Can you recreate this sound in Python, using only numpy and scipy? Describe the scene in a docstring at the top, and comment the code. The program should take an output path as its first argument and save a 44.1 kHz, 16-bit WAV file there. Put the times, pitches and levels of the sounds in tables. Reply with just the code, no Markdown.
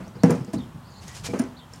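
"""A garden, right beside a trampoline in use. Each blow thumps the stretched mat, rings the tubular
frame, knocks a net pole in its socket and shakes the springs and pads. Steel hooks clink on the frame,
loose springs jingle, and the net swishes over fabric with a thin squeak or two.
Behind it all are a low rumble of wind and a few faint birds."""
import sys
import numpy as np
from scipy import signal
from scipy.fft import rfft, irfft
from scipy.io import wavfile

SR = 44100
rng = np.random.default_rng(int(sys.argv[2]) if len(sys.argv) > 2 else 0)


def pcm_store(signal):
    """Save signal as 16-bit PCM."""
    levels = np.round(np.clip(np.atleast_2d(signal), -1, 1) * 32767)
    wavfile.write(sys.argv[1], SR, levels.astype(np.int16).T)


N = 79380


def amp(db):
    """Decibels to gain."""
    return 10 ** (np.asarray(db) / 20)


def unit(x):
    """Scales to rms 1."""
    return x / np.sqrt(np.mean(x ** 2) + 1e-20)


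def add(mix, start_s, sound):
    """Drops a sound into the mix at its cue."""
    part = mix[max(round(start_s * SR), 0):][:len(sound)]
    part += sound[:len(part)]


def fade(t, t60):
    """A tail that falls 60 dB in t60 seconds."""
    return np.exp(-np.log(1000) * t / np.maximum(t60, 1e-3))


def noise(colour, size=N):
    """Noise of rms 1, shaped by an EQ curve on a log-frequency axis."""
    hz, db = np.transpose(colour)
    eq_db = np.interp(np.log(np.fft.rfftfreq(size, 1 / SR) + 1), np.log(hz), db)
    return unit(irfft(rfft(rng.standard_normal(size)) * amp(eq_db), size))


def wander(rate_hz, size=N):
    """Smooth random modulation, rms about 1."""
    lowpass = np.exp(-(np.fft.rfftfreq(N, 1 / SR) / rate_hz) ** 2)
    return unit(irfft(rfft(rng.standard_normal(N)) * lowpass, N))[:size]


def ticks(per_s, t60):
    """A crackly envelope of rms 1: random hits, each with a short tail."""
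    hits = (rng.random(N) < per_s / SR) * rng.uniform(0.24, 1, N)
    return unit(signal.fftconvolve(hits, fade(np.arange(N) / SR, t60))[:N])


def ring(modes, t, detune, spread_db=3.5):
    """Dying partials, their levels and pitches a little different at every strike."""
    out = np.zeros(len(t))
    for hz, db, t60 in modes:
        gain = amp(db + spread_db * rng.standard_normal())
        pitch = hz * (1 + detune * rng.standard_normal())
        out += gain * fade(t, t60) * np.sin(2 * np.pi * (pitch * t + rng.random()))
    return out


# The colour of the wind bed. Each row: frequency in Hz, relative level in dB.
WIND_COLOUR = [(20, -31), (35, -9), (55, -0.5), (85, 3), (170, 2.5), (260, -7), (390, -15), (700, -14),
               (1000, -11), (1500, -18.5), (2460, -27), (3160, -25.5), (4900, -33), (7500, -33.5),
               (16000, -41)]
def wind(level_db=-44, gust_db=3):
    """Wind rumbles in gusts under a steady, distant hush."""
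    air = noise(WIND_COLOUR)
    rumble = signal.sosfiltfilt(signal.butter(2, 300, fs=SR, output="sos"), air)
    hush = air - rumble
    return amp(level_db) * (hush + rumble * amp(-gust_db * wander(rate_hz=4.8)))


# The colour of the shudder. Each row: frequency in Hz, relative level in dB.
SHUDDER_COLOUR = [(30, -50), (80, -14.5), (130, 3), (260, 6), (480, -2), (700, -7.5), (1400, -16),
                  (2400, -24.5), (3500, -35.5), (6000, -36), (10000, -43), (16000, -63)]
# Its tail, band by band. Each row: band centre in Hz, t60 in seconds.
SHUDDER_TAILS = [(100, 0.44), (400, 0.31), (1500, 0.3), (5000, 0.48), (14000, 0.37)]
def shudder(t, tilt_db):
    """Springs and pads shake in one dense burst, each band dying at its own rate."""
    hz = np.fft.rfftfreq(len(t), 1 / SR)
    octaves = np.log2(np.clip(hz, 100, 3000) / 300)
    tilted = irfft(rfft(noise(SHUDDER_COLOUR, len(t))) * amp(tilt_db * octaves))
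    spectrum = rfft(unit(tilted))
    centres, tails = np.transpose(SHUDDER_TAILS)
    bands = [np.interp(np.log(hz + 1), np.log(centres), row) for row in np.eye(len(centres))]
    return sum(irfft(spectrum * band) * fade(t, t60) for band, t60 in zip(bands, tails))


def mat_boom(t, hz, t60, sharp=.08, settle_s=.023, attack_s=.004):
    """The mat starts a little sharp while it is stretched, then settles onto its note."""
    turns = np.cumsum(hz * (1 + sharp * np.exp(-t / settle_s))) / SR
    attack = 1 - np.exp(-(t / attack_s) ** 2)
    return np.sin(2 * np.pi * turns) * fade(t, t60) * attack


# The dry knock of a pole. Each row: pitch in Hz, relative level in dB, t60 in seconds.
POLE_MODES = [(353, -4.5, 0.088), (474, 0, 0.075), (660.6, 4, 0.051), (890, -6, 0.03), (987, -3.5, 0.044),
              (1280, -7.5, 0.02), (1660, -4, 0.025), (1960, -6, 0.017)]
def pole_knock(t, attack_s=.002):
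    """A net pole knocks in its socket."""
    return ring(POLE_MODES, t, detune=.015) / 2 * (1 - np.exp(-t / attack_s))


# The ring of the frame's tubes. Each row: pitch in Hz, relative level in dB, t60 in seconds.
FRAME_MODES = [(120, 3, 0.19), (189.5, 3.5, 0.28), (245.6, -8, 0.69), (263, 3.5, 0.27), (338.5, -20, 0.27),
               (341.4, -2.5, 0.14), (394.4, -6, 0.31), (482, -0.5, 0.22), (656, -9, 0.27), (825, -15, 0.4),
               (1000, -22.5, 0.11), (1331, -20, 0.37), (1550, -22, 0.22), (1990, -25, 0.31),
               (2050, -33, 0.12)]
# Blows on the mat. Each row: start in seconds, mat gain in dB, mat pitch in Hz, mat t60 in seconds,
# frame, shudder and knock gains in dB, shudder tilt in dB per octave, attack in seconds.
BLOWS = [(.002, -38, 147, 0.16, -45, -40.5, -38.5, 3.5, 0.0013),
         (0.071, -32, 167, 0.11, -59, -46, -39, 1, 0.0021),
         (0.153, -36, 164, 0.2, -46, -42.5, -62, 1.5, 0.0042),
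         (0.2348, -5, 164.9, 0.21, -20.5, -19, -9.5, 1, 0.0012),
         (.295, -32, 129, .12, -27.5, -26, -25, 2, 0.00078),
         (.308, -13, 164.6, 0.16, -44, -20.5, -28, -0.5, 0.0011),
         (0.403, -20.5, 125, 0.11, -55.5, -37, -38, -2.5, 0.0016),
         (0.474, -32, 197, 0.29, -42.5, -44.5, -42, 2.5, 0.0062),
         (.533, -22, 195.8, 0.23, -35, -23, -24, -4.5, 0.0057),
         (.58, -29.5, 242.3, 0.3, -48.5, -48, -65, 6, 0.0098),
         (.735, -36, 160, 0.15, -71, -36.5, -61, -13, 0.012),
         (1.286, -32, 209, 0.22, -35.5, -44, -57, -6, 0.0027),
         (1.333, -20.5, 198.5, 0.17, -32, -25.5, -27, 1.5, 0.004),
         (1.396, -13.5, 223, 0.11, -29.5, -29, -22.5, 2, 0.001)]
def thumps(low_cut_hz=100):
    """Each blow booms the mat, knocks a pole, rings the frame and shakes springs and pads."""
    out, t = np.zeros(N), np.arange(SR // 2) / SR
    for start, mat_db, mat_hz, mat_t60, frame_db, shudder_db, knock_db, tilt_db, attack_s in BLOWS:
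        mat = amp(mat_db) * mat_boom(t, mat_hz, mat_t60)
        knock = amp(knock_db) * pole_knock(t)
        frame = amp(frame_db) * ring(FRAME_MODES, t, detune=.004)
        shake = amp(shudder_db) * shudder(t, tilt_db)
        add(out, start, np.minimum(t / attack_s, 1) * (mat + knock + frame + shake))
    # Air slips round the open mat, so it radiates no deep bass.
    return signal.sosfilt(signal.butter(2, low_cut_hz, "high", fs=SR, output="sos"), out)


# The bright steel colour of jingle and clinks. Each row: frequency in Hz, relative level in dB.
STEEL_COLOUR = [(1000, 11), (3500, -9.5), (5200, 12.5), (7200, 4), (8400, 2.5), (9500, 7), (11200, -13),
                (13000, -5.5), (16000, -10)]
def jingle(under_shudder_db=-33, t60=0.56):
    """Loose springs go on ticking as each blow dies away."""
    t, power = np.arange(N) / SR, np.zeros(N)
    for start, _, _, _, _, shudder_db, *_ in BLOWS:
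        add(power, start, (amp(shudder_db) * fade(t, t60)) ** 2)
    return amp(under_shudder_db) * np.sqrt(power) * ticks(per_s=300, t60=0.021) * noise(STEEL_COLOUR)


def glides(notes, waver):
    """Short sliding tones that swell and fade, unsteady in pitch and level."""
    out = np.zeros(N)
    for start, length, start_hz, end_hz, db in notes:
        size = int(length * SR)
        hz = np.linspace(start_hz, end_hz, size) * (1 + waver * wander(600, size))
        tone = np.sin(2 * np.pi * np.cumsum(hz) / SR)
        envelope = signal.windows.tukey(size, .3) * amp(3 * wander(150, size))
        add(out, start, amp(db) * unit(tone * envelope))
    return out


# Faint chirps, most rising. Each row: start and length in seconds, start and end pitch in Hz, level in dB.
BIRD_CHIRPS = [(.038, 0.033, 4100, 5760, -66), (.148, .032, 4400, 5500, -64),
               (.186, .045, 3900, 4710, -60.5), (.47, 0.04, 4300, 5420, -63.5),
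               (.83, 0.067, 3970, 4990, -65), (.885, 0.065, 4640, 4220, -61),
               (.935, 0.045, 3800, 4570, -59.5), (.97, 0.037, 4560, 4100, -58),
               (.89, 0.118, 6720, 6960, -66.5)]
# Cues for a bird's falling call. Each row: start in seconds, level in dB.
CALL_CUES = [(0.568, -54.5), (1.566, -55)]
# The call's notes. Each row: offset and length in seconds, start and end pitch in Hz, accent in dB.
CALL_PHRASE = [(0, 0.019, 3690, 4550, 0.5), (0.017, 0.027, 3760, 3550, 0.5),
               (0.039, .043, 3280, 3150, -2.5)]
def birds(echo_db=-4, echo_t60=0.2):
    """Distant chirps and three-note falling calls, scattered by trees."""
    calls = [(start + offset, length, start_hz, end_hz, db + accent)
             for start, db in CALL_CUES for offset, length, start_hz, end_hz, accent in CALL_PHRASE]
    song = glides(BIRD_CHIRPS, waver=.06) + glides(calls, waver=.045)
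    t = np.arange(SR // 2) / SR
    trees = rng.standard_normal(len(t)) * fade(t, echo_t60)
    return song + amp(echo_db) * signal.fftconvolve(song, trees / np.linalg.norm(trees))[:N]


# The ping of a steel hook. Each row: pitch in Hz, relative level in dB, t60 in seconds.
HOOK_PING = [(5100, -20, 0.021), (6060, -1.5, 0.022), (7070, 1, 0.041), (9100, -11.5, 0.08),
             (13800, -28, 0.047), (14100, -54, 0.034)]
# Hooks hitting the frame. Each row: start in seconds, gain in dB, main ring in Hz.
HOOK_HITS = [(.0792, -46, 6080), (0.2346, -24, 5670), (0.3057, -31, 7230), (0.3068, -37, 12900),
             (0.3073, -31.5, 9270), (.326, -42, 6000), (.351, -44, 6700), (0.412, -49, 5160),
             (.4475, -46.5, 7700), (0.5344, -38.5, 9000), (1.081, -37.5, 6600), (1.359, -45, 6300),
             (1.3901, -35, 9000), (1.3948, -32, 5650), (1.3949, -28.5, 9450), (1.418, -40.5, 9030),
             (1.4385, -45.5, 6000), (1.736, -39.5, 5100), (1.76, -48, 5360)]
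def clinks(tail_db=-17, cluster_db=-7, ping_db=-13):
    """Spring hooks crack against the frame; a cluster of partials and the hook's own modes ring on."""
    out, t = np.zeros(N), np.arange(SR // 6) / SR
    for start, db, ring_hz in HOOK_HITS:
        crack = noise(STEEL_COLOUR, len(t)) * (fade(t, t60=.011) + amp(tail_db) * fade(t, t60=.07))
        partials_hz = ring_hz + rng.uniform(-410, 306, size=4)
        cluster = sum(np.sin(2 * np.pi * hz * t) for hz in partials_hz) / 2 * fade(t, t60=0.066)
        ping = ring(HOOK_PING, t, detune=0.0053)
        add(out, start, amp(db) * (crack + amp(cluster_db) * cluster + amp(ping_db) * ping))
    return out


# The colour of rubbing mesh. Each row: frequency in Hz, relative level in dB.
NET_COLOUR = [(300, 3), (1300, 3), (2800, 4), (3700, 2), (5500, 4.5), (7200, 3), (9500, -3.5), (12500, -12),
              (16000, -31)]
# Strokes of the net. 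Each row: peak time, rise and fall in seconds, level in dB.
NET_STROKES = [(0.538, 0.0042, 0.015, -42.5), (1.031, 0.015, .04, -49.5), (1.086, 0.011, 0.05, -47),
               (1.167, 0.017, 0.021, -40.5), (1.205, 0.018, 0.029, -52.5), (1.247, 0.0071, 0.013, -38),
               (1.265, 0.0091, 0.013, -33.5), (1.301, 0.014, 0.028, -46.5), (1.745, 0.02, 0.048, -55)]
def swishes(grain_db=1.5, snag_db=-10.5):
    """Mesh slides over fabric in short, grainy strokes, its threads snagging."""
    t = np.arange(N) / SR
    power = sum(amp(db) ** 2 * np.exp(-((t - peak) / np.where(t < peak, rise, fall)) ** 2)
                for peak, rise, fall, db in NET_STROKES)
    snags = ticks(per_s=320, t60=0.0013) * noise(NET_COLOUR)
    slide = noise(NET_COLOUR) * amp(grain_db * wander(rate_hz=440))
    return np.sqrt(power) * unit(slide + amp(snag_db) * snags)


# Net squeaks. Each row: start and length in seconds, start and end pitch in Hz, level in dB.
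NET_SQUEAKS = [(1.06, 0.1, 1870, 1990, -56.5), (1.265, 0.061, 2420, 2290, -50.5)]
def squeaks():
    """The net squeaks in thin, wavering tones."""
    return glides(NET_SQUEAKS, waver=.03)


def scene():
    """The trampoline in its garden, in mono."""
    return (wind() + thumps() + jingle() + birds() + clinks() + swishes() + squeaks())[None]


def record(dry, low_cut_hz=45.4, high_cut_hz=15900):
    """The microphone rolls off the bass, and a steep high cut trims the very top."""
    thin = signal.sosfilt(signal.butter(2, low_cut_hz, "high", fs=SR, output="sos"), dry)
    high_cut = signal.firwin(511, high_cut_hz, window=("kaiser", 9), fs=SR)
    return signal.oaconvolve(thin, high_cut[None], "same")


dry = scene()
out = record(dry)
pcm_store(out)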